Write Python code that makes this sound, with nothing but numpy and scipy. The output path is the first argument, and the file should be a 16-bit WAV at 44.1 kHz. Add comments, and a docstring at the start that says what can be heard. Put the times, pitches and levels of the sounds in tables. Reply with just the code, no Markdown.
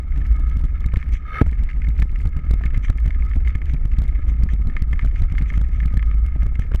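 """Mountain bike on a rocky trail

A bike coasts fast through a forest, heard from inside a camera case mounted on it.
The ground keeps the mount swinging; rocks drive it against its stops, where it thuds and creaks.
The chain rattles, gravel ticks and the brake drags lightly; once it bites, swelling into a hard slam."""
import sys
import numpy as np
from scipy import signal
from scipy.fft import rfft, irfft
from scipy.io import wavfile
from scipy.ndimage import uniform_filter1d

SR = 44100
rng = np.random.default_rng(int(sys.argv[2]) if len(sys.argv) > 2 else 0)


def materialize(psi):
    """Save the field psi as 16-bit PCM at rate SR to the path in sys.argv[1].

    A 1-D psi becomes a single channel; in a 2-D psi each row is a channel.
    """
    bounded = np.clip(np.atleast_2d(psi).T, -1, 1)
    quanta = np.round(bounded * 32767).astype(np.int16)
    wavfile.write(sys.argv[1], SR, quanta)


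N = 299880
TIME = np.arange(N) / SR
SLAM_S = 1.4155

# The deep rumble of the swinging mount: f/Hz, level/dB
SWING_SPECTRUM = [(5, -23), (18, -7), (31, -2), (39, -8.5), (48, -2), (56, -0.5), (63, -2), (76, -14),
                  (100, -24.5), (160, -44.5), (400, -116.5)]
def swing(ground, steadying=0.37, swing_db=1.0, hold_s=0.011, slam_hold_s=0.022):
    """The mount swings freely, except while a rock or the slam holds it at a stop."""
    sway = noise(SWING_SPECTRUM)
    reach = np.sqrt(uniform_filter1d(sway ** 2, size=1600) + 1e-6)
    sway = evened(sway / reach ** steadying)  # friction checks the widest swings
    sway *= ground * gain_of(swing_db)
    for s, hold in [(row[0], hold_s) for row in ROCKS] + [(SLAM_S, slam_hold_s)]:
        part, t = around(s)
        sway[part] *= 1 - np.exp(-(t / hold) ** 4)
    return sway

# The bright crunch of plastic and stones: f/Hz, level/dB
CRUNCH_SPECTRUM = [(300, -7.5), (700, 4), (1000, 3.5), (1800, 2), (2700, 2), (3600, -1), (5200, -2.5),
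                   (8000, -7), (10000, -10), (12500, -9), (15000, -22)]
def mount(ground, slack=0.17, stiffening=0.43, crackle_db=-56):
    """Once its slack is used up the mount stiffens: each swing sharpens and the joint crackles."""
    sway = swing(ground)
    strain = np.tanh(np.maximum(abs(sway) - slack, 0) / slack)
    crackle = colour(strain ** 2 * clicks(per_s=1700, spread_db=8.5), CRUNCH_SPECTRUM)
    return sway + stiffening * slack * np.sign(sway) * strain ** 2 + gain_of(crackle_db) * crackle

# Rocks that drive the mount to a stop: t/s, jolt (+ up, - down), clunk level/dB
ROCKS = [(0.176, -0.3, -47), (0.57, 0.43, -53), (0.641, -0.38, -42.5), (0.653, 0.38, -51),
         (0.8619, -0.57, -44), (0.9397, 0.49, -31), (0.9714, -0.6, -40), (1.4668, -0.3, -37),
         (1.8877, 0.46, -51), (1.9995, 0.62, -54), (2.0251, -0.54, -34.5), (2.2563, -0.4, -35),
         (2.2734, -0.4, -51), (2.3675, 0.39, -40.5), (2.511, 0.66, -33.5), (2.5385, -0.52, -37),
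         (2.612, 0.12, -37), (2.6572, -0.47, -42.5), (2.7768, -0.55, -55), (2.9006, -0.78, -30),
         (3.061, -0.44, -34.5), (3.0796, -0.45, -57), (3.3604, -0.33, -44), (3.556, -0.45, -39),
         (3.737, -0.4, -55), (3.855, -0.46, -41.5), (3.987, -0.67, -51), (4.0197, -0.4, -40),
         (4.4363, -0.74, -42), (4.5361, -0.47, -48.5), (4.6718, 0.44, -45), (4.8222, -0.54, -48),
         (4.933, -0.36, -38.5), (5.0488, -0.37, -36.5), (5.061, 0.42, -58), (5.221, -0.5, -44),
         (5.323, -0.35, -44), (5.4233, -0.47, -41), (5.5773, 0.55, -38.5), (5.6146, 0.38, -39),
         (5.8585, -0.52, -60), (5.9411, 0.44, -38.5), (5.9737, -0.66, -43), (6.4321, 0.39, -38),
         (6.465, -0.36, -41), (6.595, -0.56, -35), (6.7183, 0.26, -33.5), (6.7482, -0.64, -29.5)]
# The dull clunk of the frame: f/Hz, level/dB
CLUNK_SPECTRUM = [(100, -15), (240, -12), (420, 3.5), (700, -4), (1000, -8.5), (1300, -3.5), (2200, -13.5),
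                  (4000, -57)]
def knocks(mount_hz=52, rise_s=0.011, ring_s=0.019, stop_s=0.0025, stop_share=0.77, clunk_s=0.0027):
    """Each rock swings the mount into a stop: a sharp thud, a clunk of the frame and a rebound."""
    thud, clunk = np.zeros((2, N))
    for s, jolt, db in ROCKS:
        part, t = around(s)
        rebound = np.cos(2 * np.pi * mount_hz * t) / np.cosh(t / np.where(t < 0, rise_s, ring_s))
        spike = (1 + (t / stop_s) ** 2) ** -1.5
        thud[part] += jolt * ((1 - stop_share) * rebound + stop_share * spike)
        clunk[part] += gain_of(db - 2) / np.cosh(t / clunk_s)
    return thud + clunk * noise(CLUNK_SPECTRUM)

def slam(lift_s=0.001, shove_s=0.0067, rebound_s=0.005, limit=0.69, leak_hz=21, crack_db=-38):
    """The fork bottoms out: a clang, a lift, then a shove that overloads the microphone and cracks."""
    part, t = around(SLAM_S)
    lift = 0.81 * np.exp(-(t / lift_s + .5) ** 2)
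    shove = 3.4 * np.sin(np.pi * np.clip(t / shove_s, 0, 1) ** 0.86) ** 2
    rebound = 0.18 * np.exp(-((t - shove_s) / rebound_s - 1) ** 2)
    push = np.maximum(lift - shove + rebound, -limit)
    thump, snaps, blow = np.zeros((3, N))
    thump[part] = signal.lfilter(*signal.butter(1, leak_hz, "high", fs=SR), push)
    snaps[part] = burst(t + lift_s, lift_s) + burst(t - shove_s + lift_s, lift_s)  # hit and release
    crack = gain_of(crack_db) * colour(snaps * rng.standard_normal(N), CRUNCH_SPECTRUM)
    blow[round((SLAM_S - 2 * lift_s) * SR)] = 1
    return thump + crack + disc(blow, damping=2.9)

def creaks(base_hz=4476, slip_s=0.0017, lag_s=0.00075, sag=0.081, overtone_db=-11):
    """At the stop the plastic joint slips: a tiny rough squeak among sharp snaps."""
    squeak, slipping = np.zeros((2, N))
    jitter = 0.083 * wander(rate_hz=1400)
    for (s, jolt, _), chance in zip(ROCKS, rng.standard_normal(len(ROCKS))):
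        part, t = around(s + lag_s, reach_s=0.023)
        # a harder jolt creaks louder and higher
        slip = gain_of(-37) * abs(jolt) ** 1.345 * np.exp(-abs(t / slip_s) ** 3 / 2)
        hz = base_hz * abs(jolt) ** 0.35 * np.exp(0.12 * chance)
        phase = 2 * np.pi * np.cumsum(hz * (1 - sag * np.tanh(t / slip_s) + jitter[part])) / SR
        squeak[part] += slip * sum(gain_of(overtone_db * k) * np.sin((k + 1) * phase) for k in range(3))
        slipping[part] += slip
    snaps = colour(slipping * clicks(per_s=9200, spread_db=2.5), CRUNCH_SPECTRUM)
    return gain_of(-2) * squeak + snaps

# Hard slaps of the chain on the frame: t/s, level/dB
HARD_SLAPS = [(0.215, -36), (0.8415, -32), (0.9208, -35), (0.9593, -27.5), (1.0271, -31.5), (1.5288, -34.5),
              (1.6896, -31), (2.0208, -21.5), (2.6369, -27), (2.7446, -28.5), (2.8474, -30.5), (2.882, -29),
              (2.9831, -33.5), (3.1063, -29.5), (3.1457, -36.5), (3.2227, -34), (3.3127, -31.5),
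              (3.4486, -37), (3.4739, -25), (3.5513, -28), (3.617, -31.5), (4.1545, -38), (4.4892, -30.5),
              (4.6982, -32.5), (4.7661, -23.5), (4.9292, -27), (4.9925, -23.5), (5.232, -36),
              (5.3513, -31.5), (5.3812, -21.5), (5.5014, -27), (5.5383, -29.5), (5.8022, -27),
              (5.9688, -30.5), (5.9938, -32), (6.0267, -25), (6.6199, -32), (6.7371, -30.5)]
def chain_slaps(boost_db=17, scrape=0.12, contact_s=0.0032):
    """Each slap is a blow and a brief scrape of links; light ones fall at random among the hard ones."""
    force, links = np.zeros(N), rng.standard_normal(N)
    light_times = rng.uniform(TIME[0], TIME[-100], size=16)
    jingle_db = np.interp(light_times, *np.transpose(JINGLE_LEVELS))
    light_db = jingle_db + 12 + 7.5 * rng.standard_normal(len(light_times))
    for s, db in [*HARD_SLAPS, *zip(light_times, light_db)]:
        part, t = around(s)
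        force[part] += gain_of(db) * scrape * burst(t, contact_s) * links[part]
        force[round(s * SR) + 30] += gain_of(db)
    clang = chain_ring(force, level_column=3, damping=0.54)
    return gain_of(boost_db) * keep_band(clang, low_hz=1140, high_hz=2660)

# How busily the chain jingles: t/s, level/dB
JINGLE_LEVELS = [(0, -63), (.13, -45.5), (.35, -61.5), (.7, -56.5), (1.0, -51.5), (1.85, -49.5),
                 (2.25, -54.5), (2.65, -51), (3.6, -51), (3.9, -51), (4.3, -51.5), (4.6, -58), (5.4, -49),
                 (5.65, -53.5), (5.95, -56), (6.1, -58.5), (6.35, -50.5), (6.8, -57.5)]
def chain_jingle(links_per_s=110, clink_s=0.0029, whirr=0.39, surge_db=2):
    """Chain links clink one by one over the cogs, above a faint whirr."""
    touches = (rng.random(N) < links_per_s / SR) * rng.exponential(1, N)
    chatter = (whirr + evened(fade_each(touches, clink_s))) * rng.standard_normal(N)
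    chatter *= gain_of(surge_db * wander(rate_hz=12))  # the chain whips slack and tight
    jingle = evened(keep_band(chain_ring(chatter, level_column=2), low_hz=1000, high_hz=3000))
    return level(JINGLE_LEVELS) * hops(hop_db=-1) * jingle

# The ringing notes of chain and frame: f/Hz, width/Hz, jingle level/dB, slap level/dB
CHAIN_NOTES = [(1230, 270, -21.5, -0.5), (1797, 180, -3, 3), (2104, 265, 2, 2), (2145, 50, -5.5, -21.5),
               (2960, 710, -33.5, -20), (3150, 860, -33, -20), (4570, 1200, -29, -25.5),
               (6340, 4500, -21, -23.5)]
def chain_ring(force, level_column, damping=1):
    """Struck metal rings with several notes at once; the wider a note, the sooner it dies."""
    t = TIME[:4096]
    ring = np.zeros(len(t))
    for note in CHAIN_NOTES:
        hz, width, db = note[0], note[1], note[level_column]
        ring += gain_of(db) * width * fading_note(t, hz, width * damping)
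    ring = np.diff(ring, prepend=0)  # small parts give off little bass
    return signal.oaconvolve(force, ring / np.linalg.norm(ring))[:N]

# The light drag of the brake: t/s, level/dB
DRAG_LEVELS = [(0, -62), (.15, -52), (.52, -50.5), (.68, -55), (.82, -53), (1.22, -56.5), (1.45, -61),
               (2.1, -58.5), (2.45, -51.5), (3.3, -58), (3.8, -60), (5.5, -55), (6.3, -52.5), (6.8, -59.5)]
# The brake bites just before the slam: t/s, level/dB
BITE_LEVELS = [(1.22, -70), (1.275, -42), (1.32, -38), (1.345, -31), (1.41, -27.5), (1.416, -30),
               (1.425, -70)]
# The fork flexes and the disc brushes a pad: t/s, level/dB
PAD_BRUSHES = [(3.27, -50), (3.51, -53.5), (3.96, -63), (4.2, -56), (6.42, -59)]
def brake(holes_hz=76, throb=0.6, brush_s=0.037, shake_db=3, growl_db=-13, sizzle_db=-36):
    """Pads scrape the disc, rasping as its holes pass; a hard bite also sizzles and growls in the frame."""
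    rub = rng.standard_normal(N)
    rub *= 1 + throb * np.sin(2 * np.pi * holes_hz * TIME + wander(rate_hz=1.2))
    rasp = signal.sosfilt(signal.butter(12, 1170, "high", fs=SR, output="sos"), disc(rub))
    rasp /= np.sqrt(uniform_filter1d(rasp ** 2, size=1700) + 1e-6)  # the grip keeps the rubbing even
    shake = evened(gain_of(shake_db * wander(rate_hz=25)))  # bumps shake the light contact
    drag = level(DRAG_LEVELS) * hops(hop_db=-3) * shake
    for s, db in PAD_BRUSHES:
        part, t = around(s)
        drag[part] += gain_of(db) * np.exp(-(t / brush_s) ** 2)
    growl = gain_of(growl_db) * evened(colour(rub, CLUNK_SPECTRUM))
    sizzle = gain_of(sizzle_db) * evened(keep_band(rub, low_hz=6000, high_hz=14000))
    return drag * rasp + level(BITE_LEVELS) * (rasp + growl + sizzle)

# The ringing notes of the brake disc: f/Hz, width/Hz, level/dB
DISC_NOTES = [(1260, 115, 0), (1690, 190, -11), (2160, 120, -7), (2590, 140, -25), (3040, 170, -25),
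              (3580, 200, -28), (4330, 200, -36), (5900, 1600, -47)]
def disc(force, damping=1):
    """The disc rings at a few clear pitches, with little sound between them."""
    t = TIME[:4096]
    ring = sum(gain_of(db) * width ** 2 * t * fading_note(t, hz, width * damping)
               for hz, width, db in DISC_NOTES)
    return signal.oaconvolve(force, ring / np.linalg.norm(ring))[:N]

# The low shudder of the frame: f/Hz, level/dB
JUDDER_SPECTRUM = [(50, -31), (90, -3.5), (140, 7), (190, -3.5), (240, -2), (330, -12.5), (450, -19.5),
                   (700, -24), (1000, -28.5), (2500, -43), (6000, -60.5)]
def frame_judder(ground, judder_db=-38, lumpy_db=4.0):
    """The tyres drum over stones and the frame shakes in lumps, harder on rough ground."""
    stones = clicks(per_s=1200, spread_db=2.5) * gain_of(lumpy_db * wander(rate_hz=84))
    return gain_of(judder_db) * evened(colour(stones, JUDDER_SPECTRUM) * ground ** 0.49)

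# Stones that hit the bike: t/s, level/dB
STONE_TICKS = [(0.266, -47), (0.3641, -48), (0.498, -45), (0.5928, -45.5), (0.806, -45), (1.123, -48),
               (1.137, -40), (1.478, -48), (1.6363, -43), (2.189, -46.5), (2.216, -47), (3.001, -43),
               (3.482, -42), (3.657, -44.5), (4.0392, -46), (4.08, -47), (5.3863, -43), (6.2634, -41),
               (6.7586, -37)]
def gravel(tick_s=0.0016, ping=0.74, ping_hz=3050, spray_db=-71, grain_s=0.00076):
    """Stones tick and ping against the bike, over a spray of fine grit."""
    ticks, pings = np.zeros((2, N))
    for s, db in STONE_TICKS:
        part, t = around(s)
        strike = gain_of(db) * burst(t, tick_s)
        ticks[part] += strike
        pings[part] += ping * strike * np.sin(2 * np.pi * ping_hz * rng.uniform(.85, 1.2) * t)
    grains = fade_each(abs(clicks(per_s=44, spread_db=4)), grain_s)
    spray = gain_of(spray_db) * evened(grains * rng.standard_normal(N) * level(SHAKE_LEVELS))
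    return colour(ticks * rng.standard_normal(N) + spray, CRUNCH_SPECTRUM) + pings

# Short swishes of chain and grit: middle t/s, level/dB, length/s
SWISHES = [(1.149, -44, 0.055), (2.848, -41.5, 0.034), (3.706, -51, 0.051), (4.293, -47.5, 0.032),
           (4.521, -48.5, 0.043), (5.192, -43.5, 0.024), (5.493, -45.5, 0.034), (5.555, -45, 0.022),
           (5.756, -53.5, 0.083), (6.612, -50, 0.039)]
# A swish of chain links with the high hiss of sliding grit: f/Hz, level/dB
SWISH_SPECTRUM = [(1000, -8), (1700, 2), (2200, 17.5), (2700, 1), (3300, 2.5), (4700, -23.5), (6000, -3),
                  (6900, -9.5), (8500, -18.5), (11000, -30.5), (15000, -34)]
def swishes():
    """Sliding chain links swish briefly, with a high hiss of grit."""
    slide = np.zeros(N)
    for s, db, length in SWISHES:
        part, t = around(s)
        slide[part] += gain_of(db) * np.exp(-(2 * t / length) ** 2)
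    return slide * colour(clicks(per_s=2500, spread_db=3), SWISH_SPECTRUM)

# The rush of passing air: f/Hz, level/dB
AIR_SPECTRUM = [(300, 21.5), (1000, -2.5), (3000, -15), (4500, -24), (7000, -21), (10000, -23.5),
                (15000, -41.5)]
def air(air_db=-63, flutter_db=2):
    """Air rushes past with a faint, fluttering hiss."""
    return gain_of(air_db) * noise(AIR_SPECTRUM) * gain_of(flutter_db * wander(rate_hz=11))

# How hard the ground shakes the bike, with a lull as it goes light before landing: t/s, level/dB
SHAKE_LEVELS = [(0, -19), (.1, -21), (.2, -15), (.95, -20), (1.03, -21.5), (1.14, -13.5), (1.2, -26),
                (1.38, -26), (1.46, -16), (1.62, -14.5), (1.71, -26), (1.77, -17.5), (2.25, -17.5),
                (2.42, -19.5), (2.8, -17), (4.8, -17.5), (6.8, -17)]
def ground_shake(stony_db=2.5, between_db=-0.8, patchy_db=1.1):
    """The shaking grows in the stony patch around each rock and drifts on the uneven ground between."""
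    bumps_db = between_db + stony_db * near_rocks(width_s=0.011) + patchy_db * wander(rate_hz=7.6)
    return level(SHAKE_LEVELS) * hops(hop_db=-2.5) * gain_of(bumps_db)

def hops(hop_db):
    """Just after each rock the bike goes light on its wheels and quietens for a moment."""
    return gain_of(hop_db * near_rocks(width_s=0.018, delay_s=0.045))

def near_rocks(width_s, delay_s=0):
    """A curve that swells from 0 to 1 and back once for each rock."""
    near = np.zeros(N)
    for s, _, _ in ROCKS:
        part, t = around(s)
        near[part] = np.maximum(near[part], np.exp(-((t - delay_s) / width_s) ** 2))
    return near

def keep_band(x, low_hz, high_hz):
    """Keeps one chosen band of pitches."""
    return signal.sosfilt(signal.butter(2, [low_hz, high_hz], "band", fs=SR, output="sos"), x)

def gain_of(db):
    """Turns decibels into a number to multiply by."""
    return 10 ** (np.asarray(db) / 20)

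def evened(x):
    """Scales a signal to an average power of 1."""
    return x / np.sqrt(np.mean(x ** 2) + 1e-20)

def level(rows):
    """Joins rows of time and level into a gain for every sample."""
    return gain_of(np.interp(TIME, *np.transpose(rows)))

def colour(x, spectrum):
    """Turns the lows and highs of x up or down to follow a spectrum."""
    hz, db = np.transpose(spectrum)
    gain = gain_of(np.interp(np.log(np.fft.rfftfreq(N, 1 / SR) + 1), np.log(hz), db))
    return irfft(rfft(x) * evened(gain), N)

def noise(spectrum):
    """Steady noise with the given spectrum."""
    return evened(colour(rng.standard_normal(N), spectrum))

def wander(rate_hz):
    """A smooth random drift up and down."""
    keep_slow = np.exp(-(np.fft.rfftfreq(N, 1 / SR) / rate_hz) ** 2)
    return evened(irfft(rfft(rng.standard_normal(N)) * keep_slow, N))

def clicks(per_s, spread_db):
    """Random clicks of uneven size."""
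    size = gain_of(spread_db * np.minimum(rng.exponential(1, N), 4))
    return evened(size * rng.choice([-1, 1], N) * (rng.random(N) < per_s / SR))

def around(s, reach_s=0.25):
    """The samples near a moment, and their times counted from it."""
    part = slice(max(int((s - reach_s) * SR), 0), int((s + reach_s) * SR))
    return part, TIME[part] - s

def burst(t, decay_s):
    """A level that starts at once and dies away."""
    return (t >= 0) * np.exp(-abs(t) / decay_s)

def fade_each(hits, decay_s):
    """Gives every hit a fading tail."""
    return signal.lfilter([1], [1, -np.exp(-1 / (decay_s * SR))], hits)

def fading_note(t, hz, width_hz):
    """A pure tone that dies away."""
    return np.exp(-np.pi * width_hz * t) * np.sin(2 * np.pi * hz * t)

def scene():
    """Everything reaches one microphone inside the case."""
    ground = ground_shake()
    bumps = mount(ground) + knocks() + creaks() + slam() + frame_judder(ground)
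    metal = chain_jingle() + chain_slaps() + brake()
    return (bumps + metal + gravel() + swishes() + air())[None]

def record(dry):
    """The microphone ignores steady pressure, clips the biggest peaks and loses the highest treble."""
    centred = signal.lfilter(*signal.butter(1, 3, "high", fs=SR), dry)
    treble_cut = signal.firwin(511, 15400, window=("kaiser", 9), fs=SR)
    return signal.oaconvolve(np.clip(centred, -1, 1), treble_cut[None], "same")

dry = scene()
out = record(dry)
materialize(out)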